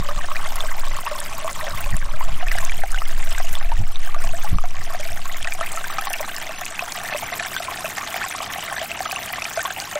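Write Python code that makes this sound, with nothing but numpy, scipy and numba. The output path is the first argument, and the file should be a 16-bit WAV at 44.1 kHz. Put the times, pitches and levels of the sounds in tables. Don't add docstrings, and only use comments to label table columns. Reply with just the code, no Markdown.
import sys
import numpy as np
from scipy import signal
from scipy.fft import rfft, irfft, next_fast_len
from scipy.io import wavfile
from scipy.ndimage import uniform_filter1d, map_coordinates
from numba import njit

SR = 44100
rng = np.random.default_rng(int(sys.argv[2]) if len(sys.argv) > 2 else 0)


def level_to_linear(level):
    exponent = np.asarray(level, float) / 20
    return 10 ** exponent


def to_wav(sig):
    pcm = np.clip(np.atleast_2d(sig), -1, 1) * 32767
    pcm = np.round(pcm).astype(np.int16)
    wavfile.write(sys.argv[1], SR, pcm.T)


N = 440559

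# time in seconds, sway level in dB.
SWAY_EFFORT = [
    (0.0, -16.5),
    (0.92, -13.5),
    (1.02, -25.5),
    (1.75, -22),
    (1.95, -11),
    (4.62, -10.5),
    (4.75, -15.5),
    (5.1, -20.5),
    (5.4, -55),
]
# time in seconds, level in dB, length in seconds.
KNOCKS = [(0, -18, 0.019), (0.17, -35.5, 0.041), (0.602, -51, 0.32), (1.75, -34, 0.038),
          (1.886, -29.5, 0.053), (1.943, -17, 0.016), (2.1, -35, 0.14), (2.298, -27.5, 0.065),
          (2.605, -34, 0.05), (2.805, -36.5, 0.046), (3.525, -30, .04), (3.801, -18, 0.03), (4.3, -31, .05),
          (4.547, -13.5, 0.033), (4.797, -36, 0.023), (5.122, -29.5, 0.016), (5.427, -39, 0.028)]
# frequency in Hz, level in dB per Hz.
SHAKE_SPECTRUM = [(1, -19), (3, -6), (6, 2), (13, 0), (20, -14.5), (30, -33), (60, -120)]
# frequency in Hz, level in dB per Hz.
THUD_SPECTRUM = [(18, -41), (28, 10), (45, -8.5), (90, -7.5), (125, -14.5), (170, -12.5), (210, -40),
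                 (330, -30), (600, -120)]
# time in seconds, level in dB.
FLOW_LEVEL = [(0.0, -37.5), (2.17, -36), (2.59, -34), (2.81, -37.5), (3.56, -37.5), (3.75, -40),
              (4.56, -36.5), (5.42, -37), (6.09, -34.5), (6.68, -37), (7.3, -33.5), (7.9, -35),
              (8.4, -33.5), (9.99, -35.5)]
# frequency in Hz, level in dB per Hz.
RUSH_SPECTRUM = [(15, -33), (25, -15), (50, 3.5), (174, 1.5), (413, -3), (540, -7.5), (727, 0.5), (901, -7),
                 (1180, -2.5), (2440, -2.5), (4190, -14.5), (8600, -11), (9500, -20), (15700, -16)]
# frequency in Hz, level in dB per Hz.
BUBBLE_STRENGTH = [(260, -50), (450, -73), (607, -9.5), (715, 5.5), (895, -14.5), (1050, 1.5), (1280, -9.5),
                   (1750, -1.5), (2550, -8.5), (4170, -19), (5880, -17), (12200, -16.5), (16000, -8)]
# start in seconds, peak in dB, pitch in Hz.
GLUGS = [(0.087, -20.5, 575), (0.637, -19, 638), (1.114, -16.5, 587), (1.445, -17, 637), (2.426, -18, 732),
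         (2.836, -10.5, 750), (3.401, -15.5, 730), (4.163, -21, 667), (4.997, -22, 600),
         (4.335, -19.5, 667), (4.445, -19, 830), (4.639, -17.5, 720), (4.947, -16, 700), (5.61, -15, 656),
         (5.983, -14.5, 786), (6.072, -20, 800), (6.105, -15.5, 733), (6.204, -15, 597), (6.493, -20, 652),
         (6.823, -16.5, 720), (7.147, -13.5, 596), (7.321, -19, 704), (7.602, -17, 686),
         (7.844, -15.5, 629), (8.143, -17.5, 730), (8.815, -16.5, 650), (9.005, -13.5, 753),
         (9.127, -16, 753), (9.574, -10.5, 656), (9.956, -13.5, 593)]
# start in seconds, peak in dB, pitch in Hz.
PLOPS = [(0.089, -18.5, 1160), (0.3574, -17, 1840), (1.4778, -14, 1070), (2.0254, -24, 1620),
         (2.209, -16.5, 960), (2.5158, -12.5, 1940), (2.5852, -12, 1770), (2.7197, -17, 1800),
         (2.9447, -16, 1470), (3.0191, -14.5, 1190), (3.3802, -16.5, 1570), (3.7179, -16.5, 915),
         (4.1454, -18, 1180), (4.585, -15, 1183), (5.473, -14, 1870), (5.6108, -16, 1230),
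         (5.7733, -17.5, 1300), (5.842, -17.5, 1510), (5.901, -19, 1163), (5.984, -13, 1250),
         (6.071, -12.5, 1074), (7.398, -17, 1700), (7.5645, -16, 1540), (7.981, -13, 1760),
         (8.2157, -15.5, 1410), (8.781, -18, 1710), (9.0565, -18.5, 1250), (9.3367, -19, 1990),
         (9.593, -15.5, 1470), (9.6517, -15, 1045)]
# start in seconds, peak in dB, pitch in Hz.
PLINKS = [(0.366, -17.5, 2410), (0.606, -13, 3430), (1.064, -17.5, 2600), (1.8415, -19.5, 2530),
          (2.484, -15.5, 2520), (2.6958, -16, 2320), (2.9861, -19, 2830), (3.5533, -14.5, 3370),
          (3.958, -18.5, 3660), (5.4278, -15.5, 3170), (5.446, -14, 2530), (5.5224, -15, 2370),
          (5.989, -18, 2400), (6.137, -13.5, 2630), (6.6638, -16, 2570), (6.793, -11, 2530),
          (7.137, -16, 2600), (7.3976, -16.5, 2420), (7.5654, -14.5, 3360), (7.8564, -16, 2530),
          (8.1422, -15.5, 2120), (8.234, -18, 2450), (8.9156, -14.5, 2550), (9.1122, -16, 2490),
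          (9.1608, -14.5, 2700), (9.4205, -14.5, 2400), (9.4533, -15.5, 2370), (9.657, -15, 3270)]
# start in seconds, peak in dB, pitch in Hz.
SPITS = [(0.5575, -10, 12800), (0.558, -22, 5750), (1.203, -11.5, 10000), (1.967, -15.5, 9300),
         (2.6498, -13.5, 6530), (2.9177, -14.5, 7500), (3.3835, -15.5, 8600), (3.5288, -15, 9300),
         (4.2386, -20, 6600), (9.12, -12, 12500), (5.001, -20, 7100), (5.428, -18.5, 8500),
         (5.5366, -15, 7800), (5.7183, -13.5, 8600), (5.7604, -15, 7650), (6.0114, -12.5, 12400),
         (6.101, -13, 13100), (6.1312, -9.5, 8700), (6.3643, -13, 5500), (6.654, -11.5, 8140),
         (6.921, -11.5, 6300), (7.1744, -18, 9100), (9.118, -15.5, 5740), (9.2592, -16, 7800),
         (9.442, -14.5, 7040), (9.567, -14, 6830), (9.6156, -15, 5860), (9.801, -17, 5400)]
# frequency in Hz, t60 in seconds.
BANK_T60 = [(400, 0.014), (2000, 0.013), (10000, 0.011)]

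TURN_S = (2.17, 2.5)
HOLLOW_HZ, HOLLOW_SPREAD = (599, 710.7), 0.062
TOP_HZ = 15800


def unit(x):
    return x / np.sqrt(np.mean(x ** 2) + 1e-20)


def along(points, hz):
    f, v = np.transpose(points)
    return np.interp(np.log(hz + 1), np.log(f + 1), v)


def curve(rows):
    s, value = np.transpose(rows)
    return np.interp(np.arange(N) / SR, s, value)


def wobble(rate_hz):
    knots = rng.standard_normal(int(N * rate_hz / SR) + 4)
    return map_coordinates(knots, [np.arange(N) * rate_hz / SR])


def noise(spectrum):
    m = next_fast_len(N + 8192)
    white = rfft(rng.standard_normal(m))
    gain = level_to_linear(along(spectrum, np.fft.rfftfreq(m, 1 / SR)))
    return unit(irfft(white * gain, m)[:N])


def steadied(x, floor):
    return unit(x / (floor + np.abs(signal.hilbert(x))))


@njit
def bubbles(n, sr, s, gain, hz, t60_s, rise, attack_cycles):
    out = np.zeros(n)
    for k in range(len(s)):
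        start = int(s[k] * sr)
        for i in range(min(int(t60_s[k] * sr), n - start)):
            t = i / sr
            swell = 1 - np.exp(-t * hz[k] / attack_cycles)
            decay = 1000 ** (-t / t60_s[k])
            cycles = hz[k] * t * (1 + rise[k] * t / t60_s[k] / 2)
            out[start + i] += gain[k] * swell * decay * np.sin(2 * np.pi * cycles)
    return out


def knocks():
    t = np.arange(6 * SR) / SR
    humps = sum(level_to_linear(db) * np.exp(-((t - s) / length_s) ** 2) for s, db, length_s in KNOCKS)
    return np.pad(humps, (0, N - len(t)))


def sway():
    return level_to_linear(curve(SWAY_EFFORT)) * steadied(noise(SHAKE_SPECTRUM), 0.3)


def thuds():
    grip = level_to_linear(-41.5) * np.clip((5.8 - np.arange(N) / SR) * 2, 0, 1)
    return (knocks() + grip) * steadied(noise(THUD_SPECTRUM), 0.5)


def rush():
    return level_to_linear(-4.0 + 1.56 * wobble(20)) * noise(RUSH_SPECTRUM)


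def swarm(lo_hz, hi_hz, cycles, spread_db, scatter_s, count, size):
    clump = np.repeat(rng.random((count, 2)), size, axis=0)
    luck = rng.random((len(clump), 5))
    s = clump[:, 0] * N / SR - scatter_s * np.log(1 - luck[:, 0])
    hz = lo_hz * (hi_hz / lo_hz) ** luck[:, 1]
    db = along(BUBBLE_STRENGTH, hz) + 10 * np.log10(hz * hz)
    db = db - spread_db * np.log(1 - 0.92 * clump[:, 1]) + 6 * luck[:, 2]
    t60_s = cycles / hz * (0.13 + luck[:, 3])
    return unit(bubbles(N, SR, s, level_to_linear(db), hz, t60_s, 0.85 * luck[:, 4] ** 2, 0.29))


def lesser_bubbles():
    facing = np.interp(np.arange(N) / SR, TURN_S, [1, 0.1])
    babble = swarm(559.4, 4246, cycles=35.4, spread_db=5.0, scatter_s=0.005, count=1100, size=4)
    chirps = swarm(786, 3157, cycles=59, spread_db=3.0, scatter_s=0.01, count=350, size=1)
    fizz = swarm(7600, 15740, cycles=24, spread_db=7.5, scatter_s=0.0031, count=800, size=12)
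    hollow = swarm(930, 1220, cycles=27, spread_db=6.5, scatter_s=0.012, count=500, size=2)
    patter = swarm(825, 3950, cycles=5.2, spread_db=2.0, scatter_s=0.002, count=500, size=4)
    droplets = swarm(2810, 8670, cycles=63, spread_db=3.5, scatter_s=0.0037, count=1500, size=2)
    spray = swarm(4580, 14100, cycles=135, spread_db=4.5, scatter_s=0.0032, count=900, size=8)
    out = babble + level_to_linear(-5.0) * chirps + level_to_linear(-9.5) * fizz + level_to_linear(-0.5) * facing * hollow
    return out + level_to_linear(-11.0) * patter + level_to_linear(-3.5) * droplets + level_to_linear(-9.0) * spray


def gurgle(count=240):
    luck, size = rng.random((count, 6)), rng.standard_normal((count, 3))
    s = (np.arange(count) + luck[:, 0]) * (N / SR / count)
    hz = np.interp(s, TURN_S, HOLLOW_HZ) * np.exp(HOLLOW_SPREAD * np.clip(size[:, 0], -1.2, 2.2))
    gain = level_to_linear(5.5 + 3 * size[:, 1])
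    out = bubbles(N, SR, s, gain, hz, 45 / hz * (0.5 + luck[:, 1]), 0.25 * luck[:, 2] ** 2, 0.29)
    shed_hz = hz * (1.467 + 2.48 * luck[:, 3])
    shed_gain = gain * level_to_linear(4.5 + 3.0 * size[:, 2])
    out += bubbles(N, SR, s, shed_gain, shed_hz, 30 / shed_hz, 0.51 * luck[:, 2], 0.33)
    for froth_hz in hz * (4.9 + 9 * luck[:, 4:].T):
        out += bubbles(N, SR, s, gain * level_to_linear(-3), froth_hz, 22 / froth_hz, 0 * s, 0.4)
    return out


def single_bubbles(rows, cycles, rise, lift_db, click_db):
    s, db, hz = np.transpose(rows)
    luck = rng.random((len(s), 3))
    t60_s = cycles / hz * (0.5 + luck[:, 0])
    ring = bubbles(N, SR, s, level_to_linear(db + lift_db), hz, t60_s, rise * luck[:, 1] ** 2, 0.12)
    click = bubbles(N, SR, s, level_to_linear(db + click_db), (1.53 + luck[:, 2]) * hz, 7 / hz, 0 * s, 0.2)
    tick_hz = 3200 + 11000 * luck[:, 1] ** 2
    tick = bubbles(N, SR, s, level_to_linear(db - 5), tick_hz, 18 / tick_hz, 0 * s, 0.46)
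    return ring + click + tick


def clear_bubbles():
    glugs = single_bubbles(GLUGS, cycles=45, rise=0.3, lift_db=-2, click_db=-2)
    plops = single_bubbles(PLOPS, cycles=40, rise=0.5, lift_db=1, click_db=-3)
    plinks = single_bubbles(PLINKS, cycles=40, rise=0.4, lift_db=1, click_db=-6)
    return glugs + plops + plinks


def spits(count=7):
    s, db, hz = np.repeat(np.transpose(SPITS), count, axis=1)
    luck = rng.standard_normal((len(s), 3))
    hz = np.clip(hz * np.exp(0.19 * luck[:, 0]), 3000, 15500)
    s = s + 0.001 * luck[:, 1] ** 2
    return bubbles(N, SR, s, level_to_linear(db - 5.5 + 1.0 * luck[:, 2]), hz, 24 / hz, 0 * s, 0.21)


def banks(x):
    hz, t, z = signal.stft(rng.standard_normal(SR // 4), SR, nperseg=256)
    decay = level_to_linear(-60 * t / along(BANK_T60, hz)[:, None])
    tail = signal.istft(z * decay, SR, nperseg=256)[1]
    delayed = np.pad(tail, (150, 0))
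    return signal.fftconvolve(x, delayed / np.linalg.norm(tail))[:N]


def stream():
    recovery = 1 / (0.16 * SR)
    held = signal.lfilter([recovery], [1, recovery - 1], knocks())
    flow = level_to_linear(curve(FLOW_LEVEL)) / (1 + held / 0.035)
    near = clear_bubbles() + spits() + flow * (gurgle() + lesser_bubbles())
    near = signal.sosfilt(signal.butter(4, 500, "high", fs=SR, output="sos"), near)
    return near + level_to_linear(-16.0) * banks(near) + flow * rush()


def swing():
    s, hz, db, t60_s = 5.0, 8.0, -9.0, 4.5
    return bubbles(N, SR, np.array([s]), level_to_linear([db]), np.array([hz]), np.array([t60_s]), np.zeros(1), 1.0)


def handling():
    shaken = sway() + thuds() + swing()
    return shaken / (1 + np.abs(shaken / 0.53) ** 6) ** (1 / 6)


def scene():
    return np.tile(stream() + handling(), (2, 1))


def patchy_stereo(x):
    hz, t, z = signal.stft(x, SR, window="cosine", nperseg=2048)
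    bin_hz = hz[:, None]
    treble = np.log(np.sum(np.abs(z[hz > 4200]) ** 2, axis=0) + 1e-12)
    busy = treble > uniform_filter1d(treble, size=9) + 0.4
    edge_hz = 13200 + 5500 * unit(uniform_filter1d(rng.standard_normal(len(t)), size=2))
    chosen = rng.random((40, len(t)))[(hz / 1100).astype(int)] < 0.7
    flipped = (bin_hz > np.maximum(edge_hz, 6300)) & chosen & ~busy
    speck_share = np.where(hz < 700, 0.4, 0.1)[:, None]
    specks = rng.random((200, len(t)))[(hz / 170).astype(int)] < speck_share
    stray = (bin_hz > 4200) * busy * level_to_linear(-15.5) + specks * level_to_linear(-23.5)
    random_phase = np.exp(2j * np.pi * rng.random(z.shape))
    side = np.where(flipped, z, stray * (bin_hz > 25) * np.abs(z) * random_phase)
    pair = np.array([~flipped * z, side]) * (bin_hz < TOP_HZ)
    mid, side = signal.istft(pair, SR, window="cosine", nperseg=2048)[1][:, :len(x)]
    return np.array([mid + side, mid - side])


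def band_limit(x):
    return signal.sosfilt(signal.butter(12, 16510, fs=SR, output="sos"), x)


def record(dry):
    lead = 390
    mix = patchy_stereo(np.pad(dry[0], (lead, 0)))[:, lead:]
    return band_limit(mix)


dry = scene()
out = record(dry)
to_wav(out)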